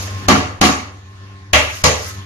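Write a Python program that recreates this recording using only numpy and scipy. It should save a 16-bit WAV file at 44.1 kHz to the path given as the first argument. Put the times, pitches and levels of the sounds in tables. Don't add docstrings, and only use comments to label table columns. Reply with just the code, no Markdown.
import sys
import numpy as np
from scipy import signal
from scipy.fft import rfft, irfft
from scipy.io import wavfile
from scipy.ndimage import uniform_filter1d

SR = 44100
rng = np.random.default_rng(int(sys.argv[2]) if len(sys.argv) > 2 else 0)


def dump(signal):
    limited = np.clip(np.atleast_2d(signal).T, -1, 1)
    pcm = np.round(limited * 32767).astype(np.int16)
    wavfile.write(sys.argv[1], SR, pcm)


def voltage_ratio(decibels):
    exponent = np.asarray(decibels, float) / 20
    return 10 ** exponent


N = 99225
TIME = np.arange(N) / SR
BINS_HZ = np.arange(N + 1) * SR / (2 * N)
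LEFT_RIGHT = np.array([[1], [-1]])

# (frequency [Hz], level [dB])
MOTOR_LINES = [(96.9, -37), (193.8, -52.5), (290.7, -54.5), (387.6, -56), (1066, -50.5), (1755, -55.5),
               (1922, -63)]
# (frequency [Hz], level [dB per Hz])
AIR_COLOUR = [(25, -23.5), (95, 1), (140, -7), (300, -13.5), (650, -16.5), (1100, -13), (3000, -18),
              (13000, -30)]
# (time [s], level [dB])
BACKGROUND_GAIN = [(0, 13), (.07, 9), (.12, 10.5), (.21, 13.5), (.3, 13), (.55, 3.5), (.85, -2), (.97, 1.5),
                   (1.02, 0), (1.15, 1.5), (1.25, 2.5), (1.36, 2.5), (1.42, 1), (1.5, -0.5), (1.8, 1.5),
                   (2.1, 4.5), (2.19, 7), (2.25, 3.5)]
# (frequency [Hz], likeness [-1 to 1])
EAR_LIKENESS = [(40, 1), (300, 0.76), (600, .3), (1500, -0.23), (6000, -0.092), (13000, 0.14)]

# (start [s], peak [s], fade by 60 dB [s], level [dB])
GRAIN_SLIDES = [
    (-.05, 0.008, 0.6, -27),
    (1.632, 1.767, 0.9, -27.5),
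    (1.934, 2.089, 0.25, -27),
]
# (frequency [Hz], level [dB per Hz])
GRAIN_COLOUR = [(500, -45), (1200, -1), (3000, -7), (6500, 2), (9000, -3.5), (13000, 1.5)]

# (time [s], strength [dB], body [0 pot rim, 1 hand on side, 2 hand on base; whole part counts],
# decay scale [times], brightness [dB per octave])
STRIKES = [
    (-.12, -21, 2, 1.75, 0.45),
    (0.2843, -4.5, 0, 0.97, -1.22),
    (0.6134, -5, 0.39, .95, 0.15),
    (1.5327, -3, 1.007, 0.93, -0.028),
    (1.8394, -3.5, 2, 0.9, -0.026),
]
# (time [s], level [dB], which modes [index])
SMALL_KNOCKS = [
    (.077, -36, 0),
    (2.055, -39, 1),
]
# (frequency [Hz], level [dB], decay by 60 dB [s])
KNOCK_MODES = [
    [(615, 8, 0.051), (1760, 5, 0.029), (2650, -5, .04), (3120, 2.5, 0.034), (4950, -6, .03)],
    [(1290, 1.5, 0.41), (2010, 0, 0.26), (580, -10, 0.36)],
]

# (frequency [Hz], level [dB], decay by 60 dB [s])
POT_RIM_MODES = [(78.2, -8, 0.77), (137.7, -15, .25), (160, -17, .25), (211, 3, 0.14), (265.9, 0, 0.19),
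                 (277, -3, 0.19), (286, -4, 0.25), (337, -12, 0.15), (446, -21, 0.52), (733, -7, 0.43),
                 (1135, -5, 0.31), (1180.2, -4, 0.3), (1673, -16, 0.22), (1970, -21, 0.76)]
# (frequency [Hz], level [dB], decay by 60 dB [s])
SIDE_SLAP_MODES = [(77.5, -3.5, 0.61), (110.8, -12, 0.35), (269, -14, 0.46), (489.5, -12, 0.23),
                   (600.6, -7, 0.36), (626, -10, 0.45), (963, -12, 0.26), (1106, -6, .24), (1953, -10, 0.4),
                   (2152, -4, .3), (2580, -11, 0.55), (2773, -5, .36), (2950, -5, 0.36), (3270, -3, 0.27)]
# (frequency [Hz], level [dB], decay by 60 dB [s])
BASE_SLAP_MODES = [(78.5, -4, 0.9), (100.2, 1, 0.25), (133.7, -1.5, 0.14), (157, -4, 0.2), (447, -5, 0.5),
                   (511, -8, 0.55), (582, -6, 0.45), (274, -12, 0.35), (857, -8, 0.2), (1226, -6.5, 0.097),
                   (1954, -18, 0.65), (2303, -7.5, 0.2), (2767, -23, 0.15), (6019, -16, .12)]
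# (frequency [Hz], level [dB], decay by 60 dB [s])
CONTACT_THUD = [(330, -5, 0.041), (642, -3, .03), (121, -3, 0.05), (80, -9, .12), (185, -3, .06)]

# (frequency [Hz], level [dB per Hz])
POT_RIM_CLANG = [(40, -30), (110, -18), (260, -9), (500, -18), (1170, -13), (1600, -17), (6000, -25),
                 (13000, -32)]
# (frequency [Hz], level [dB per Hz])
SIDE_SLAP_CLANG = [(40, -17), (90, -10), (200, -19), (600, -7), (1300, -8), (2800, -4), (4200, -16),
                   (13000, -22)]
# (frequency [Hz], level [dB per Hz])
BASE_SLAP_CLANG = [(40, -25), (140, -8), (280, -12), (520, -5), (1200, -8), (3500, -11.5), (6200, -11.5),
                   (13000, -21.5)]
# (frequency [Hz], decay by 60 dB [s])
CLANG_DECAY = [(100, 0.44), (400, 0.52), (1500, 0.54), (4000, 0.46), (8000, 0.46), (13000, 0.39)]
# (frequency [Hz], width [Hz], level [dB])
MODE_CROWDS = [(505, 30, 4), (615, 35, 5), (735, 25, 4), (860, 20, 5), (1110, 30, 5), (1180, 50, 5),
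               (1670, 40, 5), (1980, 25, 7), (2150, 40, 6), (2320, 60, 5), (2580, 40, 4), (2760, 40, 5),
               (2940, 25, 5), (3190, 30, 6)]
# (frequency [Hz], width [Hz], level [dB])
MODE_GAPS = [(400, 20, -3), (545, 20, -4), (680, 25, -8), (920, 30, -3), (1020, 30, -5), (1520, 90, -7),
             (1770, 40, -6), (2480, 40, -4), (3400, 80, -8), (4000, 60, -4)]

# (frequency [Hz], level [dB], decay by 60 dB [s])
RIM_PARTIALS_1 = [(630, -5, 0.45), (791, -2, 0.41), (1130, 0, 0.41), (1986, -44, 5.0), (2708, -12, 0.61),
                  (3628, -16, 0.53), (4086, -22, 1.7), (4608, -15, 0.38), (5033, -18, 0.37),
                  (5679, -16, 0.46)]
# (frequency [Hz], level [dB], decay by 60 dB [s])
RIM_PARTIALS_2 = [(727, 0, 0.17), (1184, -8, 0.28), (1620, -15, 0.56), (2116, -18, 1.0), (4000, -24, 0.77),
                  (4721, -14, 0.25), (4931, -17, 0.37), (5206, -10, 0.18), (5539, -29, 1.3),
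                  (5852, -26, 5.0)]
# (frequency [Hz], level [dB], decay by 60 dB [s])
SIDE_PARTIALS = [(1109, 0, 0.19), (1981, -5, 0.22), (2557, -13, 0.21), (2762, -13, 0.85), (2939, -19, 5.0),
                 (3182, -10, 0.36), (3688, -25, 1.1), (3941, -14, 0.25), (4570, -19, 0.3),
                 (6277, -20, 0.37)]
# (frequency [Hz], level [dB], decay by 60 dB [s])
BASE_PARTIALS = [(856, -5, 0.44), (1190, 0, 0.19), (1976, -7, 0.36), (2309, -5, 0.3), (3521, -6, 0.12),
                 (4215, -9, 0.19), (4592, -22, 1.5), (4915, -18, 0.6), (5766, -25, 2.7), (6019, -5, 0.15)]

BODY_MODES_DB = [-9.5, -10, -9]
BODY_THUD_DB = [-4, -9, -9]
BODY_CLANG_DB = [-2, -2, -2.5]
BODY_CRACK_DB = [7, 5, 5]
BODY_SWELL_S = [0.036, 0.0064, 0.0039]
BODY_HOLD_S = [0.06, 0.016, 0.013]
BODY_CLANG_HOLD_S = [0.033, 0.011, 0.0069]
BLOW_PARTIALS_DB = [-23, -19, -19, -21]
BLOW_TOP_OPEN_S = [0, .009, .032, .04, .022]


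def rms_one(x):
    return x / np.sqrt(np.mean(x ** 2) + 1e-20)


def at_hz(points, hz):
    table = np.array(points)
    return np.interp(np.log(hz), np.log(table[:, 0]), table[:, 1])


def drift(rate_hz):
    r = np.exp(-80 * np.pi * rate_hz / SR)
    slow = signal.lfilter([1], [1, -2 * r, r * r], rng.standard_normal(N // 40 + 2002))[2000:]
    return np.interp(np.arange(N) / 40, np.arange(len(slow)), rms_one(slow))


def filtered(x, gain):
    return irfft(rfft(x, 2 * N) * gain)[..., :N]


def noise_bands():
    edges = 22.5 * 2 ** np.arange(0, 9.4, 1 / 3)
    white = rng.standard_normal((2, 2, N))
    out = []
    for k, (low, high) in enumerate(zip(edges, edges[1:])):
        hz = np.sqrt(low * high)
        band = signal.butter(2, [low, high], "band", fs=SR, output="sos")
        mid, side = signal.sosfilt(band, white[k % 2])
        alike = np.clip(at_hz(EAR_LIKENESS, hz), -1, 1)
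        out.append((hz, np.sqrt(1 + alike) * mid + np.sqrt(1 - alike) * side * LEFT_RIGHT))
    return out


def even_gain(noise, colour):
    return 1 / np.sqrt(sum(voltage_ratio(2 * at_hz(colour, hz)) * np.mean(x ** 2) for hz, x in noise))


def coloured(noise, colour, drift_hz):
    total = sum(voltage_ratio(at_hz(colour, hz) + 2.2 * drift(drift_hz)) * x for hz, x in noise)
    return even_gain(noise, colour) * total


def motor(noise):
    waver_db, waver_hz = 1.5, 8
    shared = drift(waver_hz)
    lines = 0
    for hz, db in MOTOR_LINES:
        own_dips = (1.8 + hz / 900) * np.abs(drift(waver_hz))
        ear_db = 0.4 * LEFT_RIGHT * (hz < 150)
        level_db = db + 2 + waver_db * (0.91 * shared + 1.1 - own_dips) + ear_db
        phase = 0.5 * drift(9) + rng.uniform(0, 5.65) + min(hz / 1400, 0.8) * LEFT_RIGHT
        lines = lines + voltage_ratio(level_db) * np.sin(2 * np.pi * hz * TIME + phase)
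    air = voltage_ratio(-46.5) * coloured(noise, AIR_COLOUR, 7)
    return voltage_ratio(np.interp(TIME, *np.transpose(BACKGROUND_GAIN))) * (lines + air)


def sliding_grains(noise):
    shape = 0
    for start, peak, fade_s, db in GRAIN_SLIDES:
        fade_db = -60 * np.maximum(TIME - peak, 0) / fade_s
        shape = shape + voltage_ratio(db + fade_db) * np.interp(TIME, [start, peak], [0, 1])
    return shape * voltage_ratio(1.5 * drift(30)) * coloured(noise, GRAIN_COLOUR, 15)


def crowded_modes(noise):
    mode_width_hz, random_db, random_from_hz = 13, 4, 3400
    size = max(int(mode_width_hz * N / SR), 1)
    hz = np.arange(N // 2 + 1) * SR / N
    fine = rng.standard_normal(N // 2 + 1)
    for _ in range(2):
        fine = uniform_filter1d(fine, size=size)
    comb_db = random_db * rms_one(fine) * (hz > random_from_hz)
    for center, width, db in MODE_CROWDS + MODE_GAPS:
        comb_db = comb_db + db / (1 + (2 * (hz - center) / width) ** 2)
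    return [(band_hz, irfft(rfft(x) * voltage_ratio(comb_db), N)) for band_hz, x in noise]


def clang(noise):
    crack_s, rise_s, flicker_db = 0.003, 0.00083, 1.5
    touch_s, touch_db = 0.0025, -23
    colours = [POT_RIM_CLANG, SIDE_SLAP_CLANG, BASE_SLAP_CLANG]
    gains = [even_gain(noise, c) for c in colours]
    out = 0
    for hz, x in noise:
        shape = 0
        for s, db, body, stretch, tilt_db in STRIKES:
            k = int(body)
            age = np.maximum(TIME - s, 0)
            crack = 1 + voltage_ratio(BODY_CRACK_DB[k]) * np.exp(-age / crack_s) * (hz / 6000) ** 1.2
            bright_db = tilt_db * np.log2(max(hz / 1000, 1))
            gain = gains[k] * voltage_ratio(db + BODY_CLANG_DB[k] + at_hz(colours[k], hz) + bright_db)
            rise = np.minimum(age / rise_s, 1) + voltage_ratio(touch_db) * (TIME > s - touch_s)
            fade_s = stretch * at_hz(CLANG_DECAY, hz)
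            fade = voltage_ratio(-60 * np.maximum(age - BODY_CLANG_HOLD_S[k], 0) / fade_s)
            shape = shape + gain * fade * crack * rise
        out = out + shape * voltage_ratio(flicker_db * drift(31.6)) * x
    return out


def upper_partials():
    swell_s, ear_spread, longest_s = 0.004, 1.6, 0.5
    tables = [RIM_PARTIALS_1, RIM_PARTIALS_2, SIDE_PARTIALS, BASE_PARTIALS]
    out = np.zeros((2, N))
    for (s, *_), blow_db, modes in zip(STRIKES[1:], BLOW_PARTIALS_DB, tables):
        age = np.maximum(TIME - s, 0)
        top_db = max(m[1] for m in modes)
        swell = 1 - np.exp(-age / swell_s)
        for (hz, db, t60), turn in zip(modes, rng.standard_normal((len(modes), 2, 1))):
            fade = voltage_ratio(blow_db + db - top_db - 60 * age / min(t60, longest_s))
            out += fade * swell * np.sin(2 * np.pi * hz * age + ear_spread * turn)
    return out


def rings(s, modes, stretch, swell_s, hold_s):
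    age = np.maximum(TIME - s, 0)
    out = 0
    for (hz, db, t60), (louder, sharper) in zip(modes, rng.standard_normal((len(modes), 2))):
        slow = np.clip(300 / hz, 0.35, 1)
        tone = voltage_ratio(db + 1.2 * louder) * np.sin(2 * np.pi * hz * age * (1 + 0.003 * sharper))
        fade = voltage_ratio(-60 * np.maximum(age - hold_s * slow, 0) / (t60 * stretch))
        out = out + tone * fade * (1 - np.exp(-age / (swell_s * slow)))
    return out


def struck_strainer():
    bodies = [POT_RIM_MODES, SIDE_SLAP_MODES, BASE_SLAP_MODES]
    out = 0
    for s, db, body, stretch, _ in STRIKES:
        k = int(body)
        ring = rings(s, bodies[k], stretch, BODY_SWELL_S[k], BODY_HOLD_S[k])
        thud = rings(s, CONTACT_THUD, 1, 0.00092, 0.0032)
        out = out + voltage_ratio(db + BODY_MODES_DB[k]) * ring + voltage_ratio(db + BODY_THUD_DB[k]) * thud
    for s, db, k in SMALL_KNOCKS:
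        out = out + voltage_ratio(db) * rings(s, KNOCK_MODES[int(k)], 0.79, 0.0065, 0.011)
    return out


def kitchen(x):
    room_t60_s, wall_cut_hz, wall_low_hz = 0.26, 5700, 188
    out, spec = np.zeros((2, N)), rfft(x, 2 * N)
    w = 2 * np.pi * np.arange(len(spec)) / (2 * N)
    dull = 1 / (1 + 1j * w * SR / (2 * np.pi * wall_cut_hz))
    low_cut = 1 + (2 * np.pi * wall_low_hz / SR / (w + 1e-9)) ** 4
    for k, lag in enumerate(rng.uniform(0.012, 0.04, 16) * SR):
        loop = voltage_ratio(-60 * lag / SR / room_t60_s) * dull * np.exp(-1j * w * lag)
        echoes = irfft(spec / low_cut * loop / (1 - loop))[:N]
        out[k % 2] += echoes * (-1) ** (k // 2) / 3
    return out


def scene():
    near, noise = struck_strainer(), noise_bands()
    later = [(hz, np.roll(x, SR // 3, axis=1)) for hz, x in noise]
    side_lag = 0.003 * SR
    side = voltage_ratio(-14) * np.interp(np.arange(N) - side_lag, np.arange(N), near) * LEFT_RIGHT
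    strainer = near + side + voltage_ratio(-10) * kitchen(near) * voltage_ratio(6.5) + clang(crowded_modes(noise))
    return strainer + sliding_grains(later) + motor(later) + upper_partials()


def microphone(x):
    shelf = voltage_ratio(-10.5 * (0.5 + 0.5 * np.tanh((BINS_HZ - 7190) / 140)))
    return filtered(x, shelf / (1 + (26 / (BINS_HZ + 1)) ** 4))


def hush_before_blows(x):
    ahead = sum((TIME > s - 0.016) & (TIME < s - 0.0035) for s, *_ in STRIKES)
    treble = filtered(x, 1 / (1 + (3500 / (BINS_HZ + 1)) ** 4))
    return x + (voltage_ratio(-12 * uniform_filter1d(1. * ahead, size=60)) - 1) * treble


def limiter(x):
    limit_db, release_db_per_s, attack_s = 4, 243, 0.003
    over = np.maximum(20 * np.log10(np.abs(x).max(axis=0) + 1e-9) - limit_db, 0)
    release = release_db_per_s * TIME
    held = np.maximum.accumulate(over + release) - release
    r = np.exp(-1 / (attack_s * SR))
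    return np.clip(x * voltage_ratio(-signal.lfilter([1 - r], [1, -r], held)), -1, 1)


def cut_top(x):
    top = filtered(x, 0.5 + 0.5 * np.tanh((BINS_HZ - 12900) / 90))
    opened = sum((TIME > s) & (TIME < s + d) for (s, *_), d in zip(STRIKES, BLOW_TOP_OPEN_S))
    return x - top * (1 - voltage_ratio(-17) * uniform_filter1d(1. * opened, size=90))


def roll_off(x):
    return signal.sosfilt(signal.butter(12, 15800, fs=SR, output="sos"), x)


def record(dry):
    heard = hush_before_blows(microphone(dry))
    mix = cut_top(limiter(heard))
    return roll_off(mix)


dry = scene()
out = record(dry)
dump(out)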